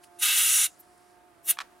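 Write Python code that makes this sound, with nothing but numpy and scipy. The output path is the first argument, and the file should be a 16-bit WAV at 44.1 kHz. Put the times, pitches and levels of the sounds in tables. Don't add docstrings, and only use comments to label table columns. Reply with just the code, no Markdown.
import sys
import numpy as np
from scipy import signal
from scipy.fft import rfft, irfft, next_fast_len
from scipy.io import wavfile
from scipy.ndimage import map_coordinates

SR = 44100
rng = np.random.default_rng(int(sys.argv[2]) if len(sys.argv) > 2 else 0)


def bounce(signal):
    frames = np.transpose(np.atleast_2d(signal))
    limited = np.clip(frames, -1, 1)
    pcm = np.round(limited * 32767).astype(np.int16)
    wavfile.write(sys.argv[1], SR, pcm)


N = 79380
T = np.arange(N) / SR

# frequency in Hz, relative level in dB per Hz.
AIR_COLOUR = [(25, -97.5), (50, -78.5), (100, -79.5), (200, -79), (260, -77.5), (320, -70), (420, -77.5),
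              (510, -83.5), (610, -76), (780, -80.5), (1150, -79), (1600, -82), (3300, -92), (6000, -97.5),
              (10000, -94), (15800, -103)]
# frequency in Hz, likeness (1 = the same).
AIR_ALIKE = [(40, .4), (130, .1), (350, 0.36), (700, 0.3), (2000, .4), (10000, .4)]
# frequency in Hz, likeness (1 = the same).
NEAR_ALIKE = [(500, .65), (1300, .68), (3000, 0.96), (6000, 0.93), (10000, 0.87), (14000, 0.59)]
# time in seconds, average speed in turns per second, relative level in dB.
MOTOR_COURSE = [(0, 177.9, -64), (.17, 175.5, -61.5), (.5, 178.3, -67), (.75, 178.9, -68.5),
                (1.0, 178.8, -64), (1.27, 179.6, -63.5), (1.391, 170.4, -65.5), (1.501, 173.5, -62.5),
                (1.62, 179.7, -65.5), (1.8, 178.8, -62.5)]
# multiple of the turning speed, average relative level in dB.
MOTOR_ORDERS = [(2, -3.5), (4, -0.5), (5, -7), (6, -20), (7, -16), (8, -25.5), (9, -14), (10, -24.5)]
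# frequency in Hz, relative level in dB per Hz.
BUFFET_COLOUR = [(25, -18.5), (60, -2), (150, 0), (400, -11), (900, -13), (1400, -16), (3000, -44.5)]
# time in seconds, level in dB.
BRUSH_LEVEL = [(1.58, -81), (1.63, -54), (1.68, -66), (1.8, -67.5)]
# frequency in Hz, relative level in dB per Hz.
BRUSH_COLOUR = [(300, -12), (1100, -6), (3500, -17.5), (9000, -24), (16000, -32.5)]
# start in seconds, relative level in dB,
# hardness as a low-pass frequency in Hz.
KNOCKS = [(1.5708, -32, 900), (1.5828, -42, 4000), (1.5875, -24, 5500), (1.6025, -25, 3993),
          (1.6068, -37, 4000), (1.6098, -28.5, 7000), (1.6158, -31, 6000), (1.6205, -36, 3000)]
# frequency in Hz, average relative level in dB,
# time to fade by 60 dB in seconds.
GAUGE_RINGS = [(950, -9, 0.018), (1125, -0.5, 0.032), (1300, -2.5, 0.026), (1715, -2, 0.027),
               (2403, -6.5, 0.028), (3340, -8.5, 0.039), (4060, -10, 0.037), (5110, -12, 0.015),
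               (6400, -20, .02)]
# frequency in Hz, relative level in dB per Hz.
CRACK_COLOUR = [(300, -46), (800, -3), (1500, 3), (4000, -3.5), (8000, -7.5), (12000, -12), (16000, -30)]
# time in seconds, level in dB.
SEEP_LEVEL = [(0, -82.5), (.04, -56.5), (.09, -75), (.17, -67.5), (.69, -66), (.78, -65.5), (.87, -69.5),
              (1.12, -70), (1.19, -81.5), (1.8, -75)]
# frequency in Hz, relative level in dB per Hz.
SEEP_COLOUR = [(2500, -16), (5000, 0), (6500, -5), (10200, 1), (12000, -11), (16000, -21)]
# centre in seconds, spread either side in seconds, level in dB,
# centre frequency in Hz, spread either side in octaves.
PUFFS = [(.041, .004, -55, 10000, .25), (.041, .005, -56, 2500, .7), (.805, .008, -51, 13000, .2),
         (.806, .008, -60, 9000, .3), (.199, .005, -41, 10100, .06), (.98, .002, -63, 9500, .15),
         (.7, .04, -63, 7000, .22)]
# centre in seconds, spread either side in seconds, frequency in Hz,
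# width in Hz, level in dB with the valve fully open.
WHISTLES = [(0.42, .04, 10360, 110, -30.5), (.39, .03, 10330, 160, -37.5), (.61, .04, 9670, 150, -33.5),
            (.555, .022, 6610, 70, -35), (.6, .05, 8657, 30, -43), (1.503, 0.017, 9560, 400, -23),
            (1.505, .01, 13900, 200, -32)]
# time in seconds, then relative levels in dB of the low rush,
# the hiss and the top fizz.
PRESS = [(.183,-70,-84,-80.5),(.191,-56,-47.5,-53),(.211,-43.5,-41,-41),(.227,-27,-23.5,-27),(.27,-26.5,-26.5,-28.5),(.305,-25.5,-27.5,-29.5),(.353,-29.5,-25.5,-28),(.383,-27.5,-23,-25.5),(.429,-28,-25,-28.5),(.555,-30.5,-21.5,-28.5),(.645,-30.5,-22.5,-30.5),(.665,-36,-31,-33),(.676,-48.5,-45.5,-51),(.706,-69,-61.5,-76)]
# time in seconds, then relative levels in dB of the low rush,
# the hiss and the top fizz.
RELEASE = [(1.43,-78,-73.5,-72),(1.449,-69,-54.5,-50),(1.468,-54.5,-44.5,-40.5),(1.486,-33.5,-33,-29),(1.502,-32.5,-27,-21.5),(1.511,-34,-27,-21),(1.526,-43,-45.5,-48),(1.545,-56.5,-55,-60),(1.578,-72,-71.5,-81)]
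BAND_EDGES_HZ = (5500, 10700)
# frequency in Hz, relative level in dB per Hz.
JET_COLOUR = [(200, -33.5), (500, -33), (680, -20), (800, -28.5), (930, -13), (1050, -20), (1250, -7.5),
              (2100, -5.5), (3100, 0), (4000, -4), (4600, -8.5), (5600, -6.5), (9000, -5), (11200, -3),
              (12200, -6.5), (13400, -4.5), (14500, -6.5), (15800, -19)]
# frequency in Hz, width in Hz, lift in dB.
GAP_RESONANCES = [(2670, 240, 4.5), (3805, 240, 5), (6530, 200, 2), (7670, 250, 2.5), (8650, 250, 0.5),
                  (9640, 800, 5), (10330, 300, 3.5), (12900, 300, 4.5), (13900, 160, 4)]
# frequency in Hz, left over right in dB.
BALANCE = [(60, -2.5), (300, -0.3), (700, -3.5), (1400, -3), (3000, 0), (8000, -.5), (14000, 0.7)]

AIR_DB, BUFFET_DB = -61.5, -40.5
MOTOR_PAN_DB = -2.5
MOTOR_DRIFT, MOTOR_FADE_DB = .003, 2.5
ECHO_DB, ECHO_T60_S = -25.5, 0.17
CRACK_DB, CRACK_T60_S, KNOCK_ATTACK_S = -2.5, 0.025, 0.00027
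KNOCK_LOW_HZ = 656
FLUTTER_DB, SPUTTER_DB = .5, 0.05
HAND_DRIFT_S, HAND_DRIFT_RATE = .00002, 4
TOP_HZ = 15800


def amp(db):
    return 10 ** (np.asarray(db) / 20)


def unit(x):
    return x / np.sqrt(np.mean(x ** 2) + 1e-20)


def along(points, hz):
    point_hz, value = np.transpose(points)
    return np.interp(np.log(hz + 1), np.log(point_hz + 1), value)


def levels(rows):
    s, *columns = np.transpose(rows)
    inside = (T >= s[0]) * (T <= s[-1])
    return [amp(np.interp(T, s, db)) * inside for db in columns]


def wobble(rate):
    return map_coordinates(rng.standard_normal(int(N * rate / SR) + 4), [T * rate])


def swell(centre_s, spread_s):
    return np.exp(-((T - centre_s) / spread_s) ** 2 / 2)


def peak(hz, centre_hz, width_hz):
    return 1 / (1 + (2 * (hz - centre_hz) / width_hz) ** 2)


def filtered(x, response):
    size = next_fast_len(N + 8192)
    return irfft(rfft(x, size) * response(np.fft.rfftfreq(size, 1 / SR)), size)[..., :N]


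def rush(gain, alike):
    def response(hz):
        angle = np.arccos(np.clip(along(alike, hz), -1, 1)) / 2
        return gain(hz) * np.array([np.cos(angle), np.sin(angle)])

    mid, side = filtered(rng.standard_normal((2, N)), response)
    return unit(np.array([mid + side, mid - side]))


def coloured(points, alike):
    return rush(lambda hz: amp(along(points, hz)), alike)


def outdoor_air():
    return amp(AIR_DB) * coloured(AIR_COLOUR, AIR_ALIKE)


def motor():
    s, speed_hz, db = np.transpose(MOTOR_COURSE)
    turns = np.cumsum(np.interp(T, s, speed_hz) * (1 + MOTOR_DRIFT * wobble(20))) / SR
    hum = 0
    for order, level in MOTOR_ORDERS:
        fade = amp(level + MOTOR_FADE_DB * np.array([wobble(15), wobble(5.9)]))
        phase_wander = 0.28 * np.array([wobble(13), wobble(18)])
        hum += fade * np.sin(2 * np.pi * (order * turns + rng.random()) + phase_wander)
    pan_db = MOTOR_PAN_DB * np.array([[.5], [-.5]])
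    return np.sqrt(2) * amp(np.interp(T, s, db) + pan_db) * hum


def buffet():
    _, hiss, fizz = levels(RELEASE)
    return amp(BUFFET_DB) * (hiss + fizz) * coloured(BUFFET_COLOUR, AIR_ALIKE)


def echo(x):
    t = np.arange(SR // 4) / SR
    tail = rng.standard_normal((2, len(t))) * amp(-60 * t / ECHO_T60_S)
    tail /= np.linalg.norm(tail[0])
    return amp(ECHO_DB) * signal.fftconvolve(x, tail, axes=1)[:, :N]


def brush():
    return levels(BRUSH_LEVEL)[0] * coloured(BRUSH_COLOUR, AIR_ALIKE)


def knocks():
    out, t = np.zeros((2, N + SR)), np.arange(SR // 8) / SR
    grit = coloured(CRACK_COLOUR, NEAR_ALIKE)
    for k, (s, db, hard_hz) in enumerate(KNOCKS):
        ring = 0
        for hz, level, t60 in GAUGE_RINGS:
            fading = amp(level + rng.normal(0, 1) - 60 * t / t60)
            ring += fading * np.sin(2 * np.pi * (hz * t + rng.random()))
        fresh_grit = grit[:, k * len(t):][:, :len(t)]
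        crack = amp(CRACK_DB - 60 * t / CRACK_T60_S) * fresh_grit
        blow = (amp(-4.5) * ring + crack) * (1 - np.exp(-t / KNOCK_ATTACK_S))
        softened = signal.lfilter(*signal.butter(1, hard_hz, fs=SR), blow)
        out[:, round(s * SR):][:, :len(t)] += amp(db) * softened
    low_cut = signal.butter(3, KNOCK_LOW_HZ, 'high', fs=SR, output='sos')
    return signal.sosfilt(low_cut, out)[:, :N]


def leaks():
    out = levels(SEEP_LEVEL)[0] * coloured(SEEP_COLOUR, NEAR_ALIKE)
    for s, spread_s, db, centre_hz, octaves in PUFFS:
        band = lambda hz: 1 / (1 + (np.log2((hz + 1) / centre_hz) / octaves) ** 2)
        out += amp(db) * swell(s, spread_s) * rush(band, NEAR_ALIKE)
    return out


def valve_open():
    return np.minimum(1, (levels(PRESS)[1] + levels(RELEASE)[1]) / amp(-28))


def whistles():
    out = np.zeros((2, N))
    for s, spread_s, centre_hz, width_hz, db in WHISTLES:
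        tone = rush(lambda hz: peak(hz, centre_hz, width_hz), NEAR_ALIKE)
        out += amp(db) * swell(s, spread_s) * tone
    return out * valve_open()


def reflected(x, count=10, first_s=.0014, last_s=.008, size=0.17):
    out = x.copy()
    for _ in range(count):
        delay = first_s + (last_s - first_s) * rng.random() ** 2
        delay = delay + HAND_DRIFT_S * wobble(HAND_DRIFT_RATE)
        late = np.array([map_coordinates(channel, [(T - delay) * SR]) for channel in x])
        out += size * rng.choice([-1, 1]) * late
    return out


def jet():
    def colour(hz):
        lift_db = sum(db * peak(hz, centre_hz, width_hz) for centre_hz, width_hz, db in GAP_RESONANCES)
        return amp(along(JET_COLOUR, hz) + lift_db)

    air = reflected(rush(colour, NEAR_ALIKE))
    out = np.zeros((2, N))
    for band, (press, release) in enumerate(zip(levels(PRESS), levels(RELEASE))):
        part = unit(filtered(air, lambda hz: np.digitize(hz, BAND_EDGES_HZ) == band))
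        out += part * (press + release) * amp(FLUTTER_DB * wobble(60.7))
    return amp(-.5) * out * amp(SPUTTER_DB * wobble(400))


def scene():
    near = jet() + whistles() + leaks() + knocks() + brush()
    return near + echo(near) + buffet() + motor() + outdoor_air()


def record(dry):
    def response(hz):
        tilt_db = along(BALANCE, hz) * np.array([[.5], [-.5]])
        return amp(tilt_db) * (hz < TOP_HZ)

    return filtered(dry, response)


dry = scene()
out = record(dry)
bounce(out)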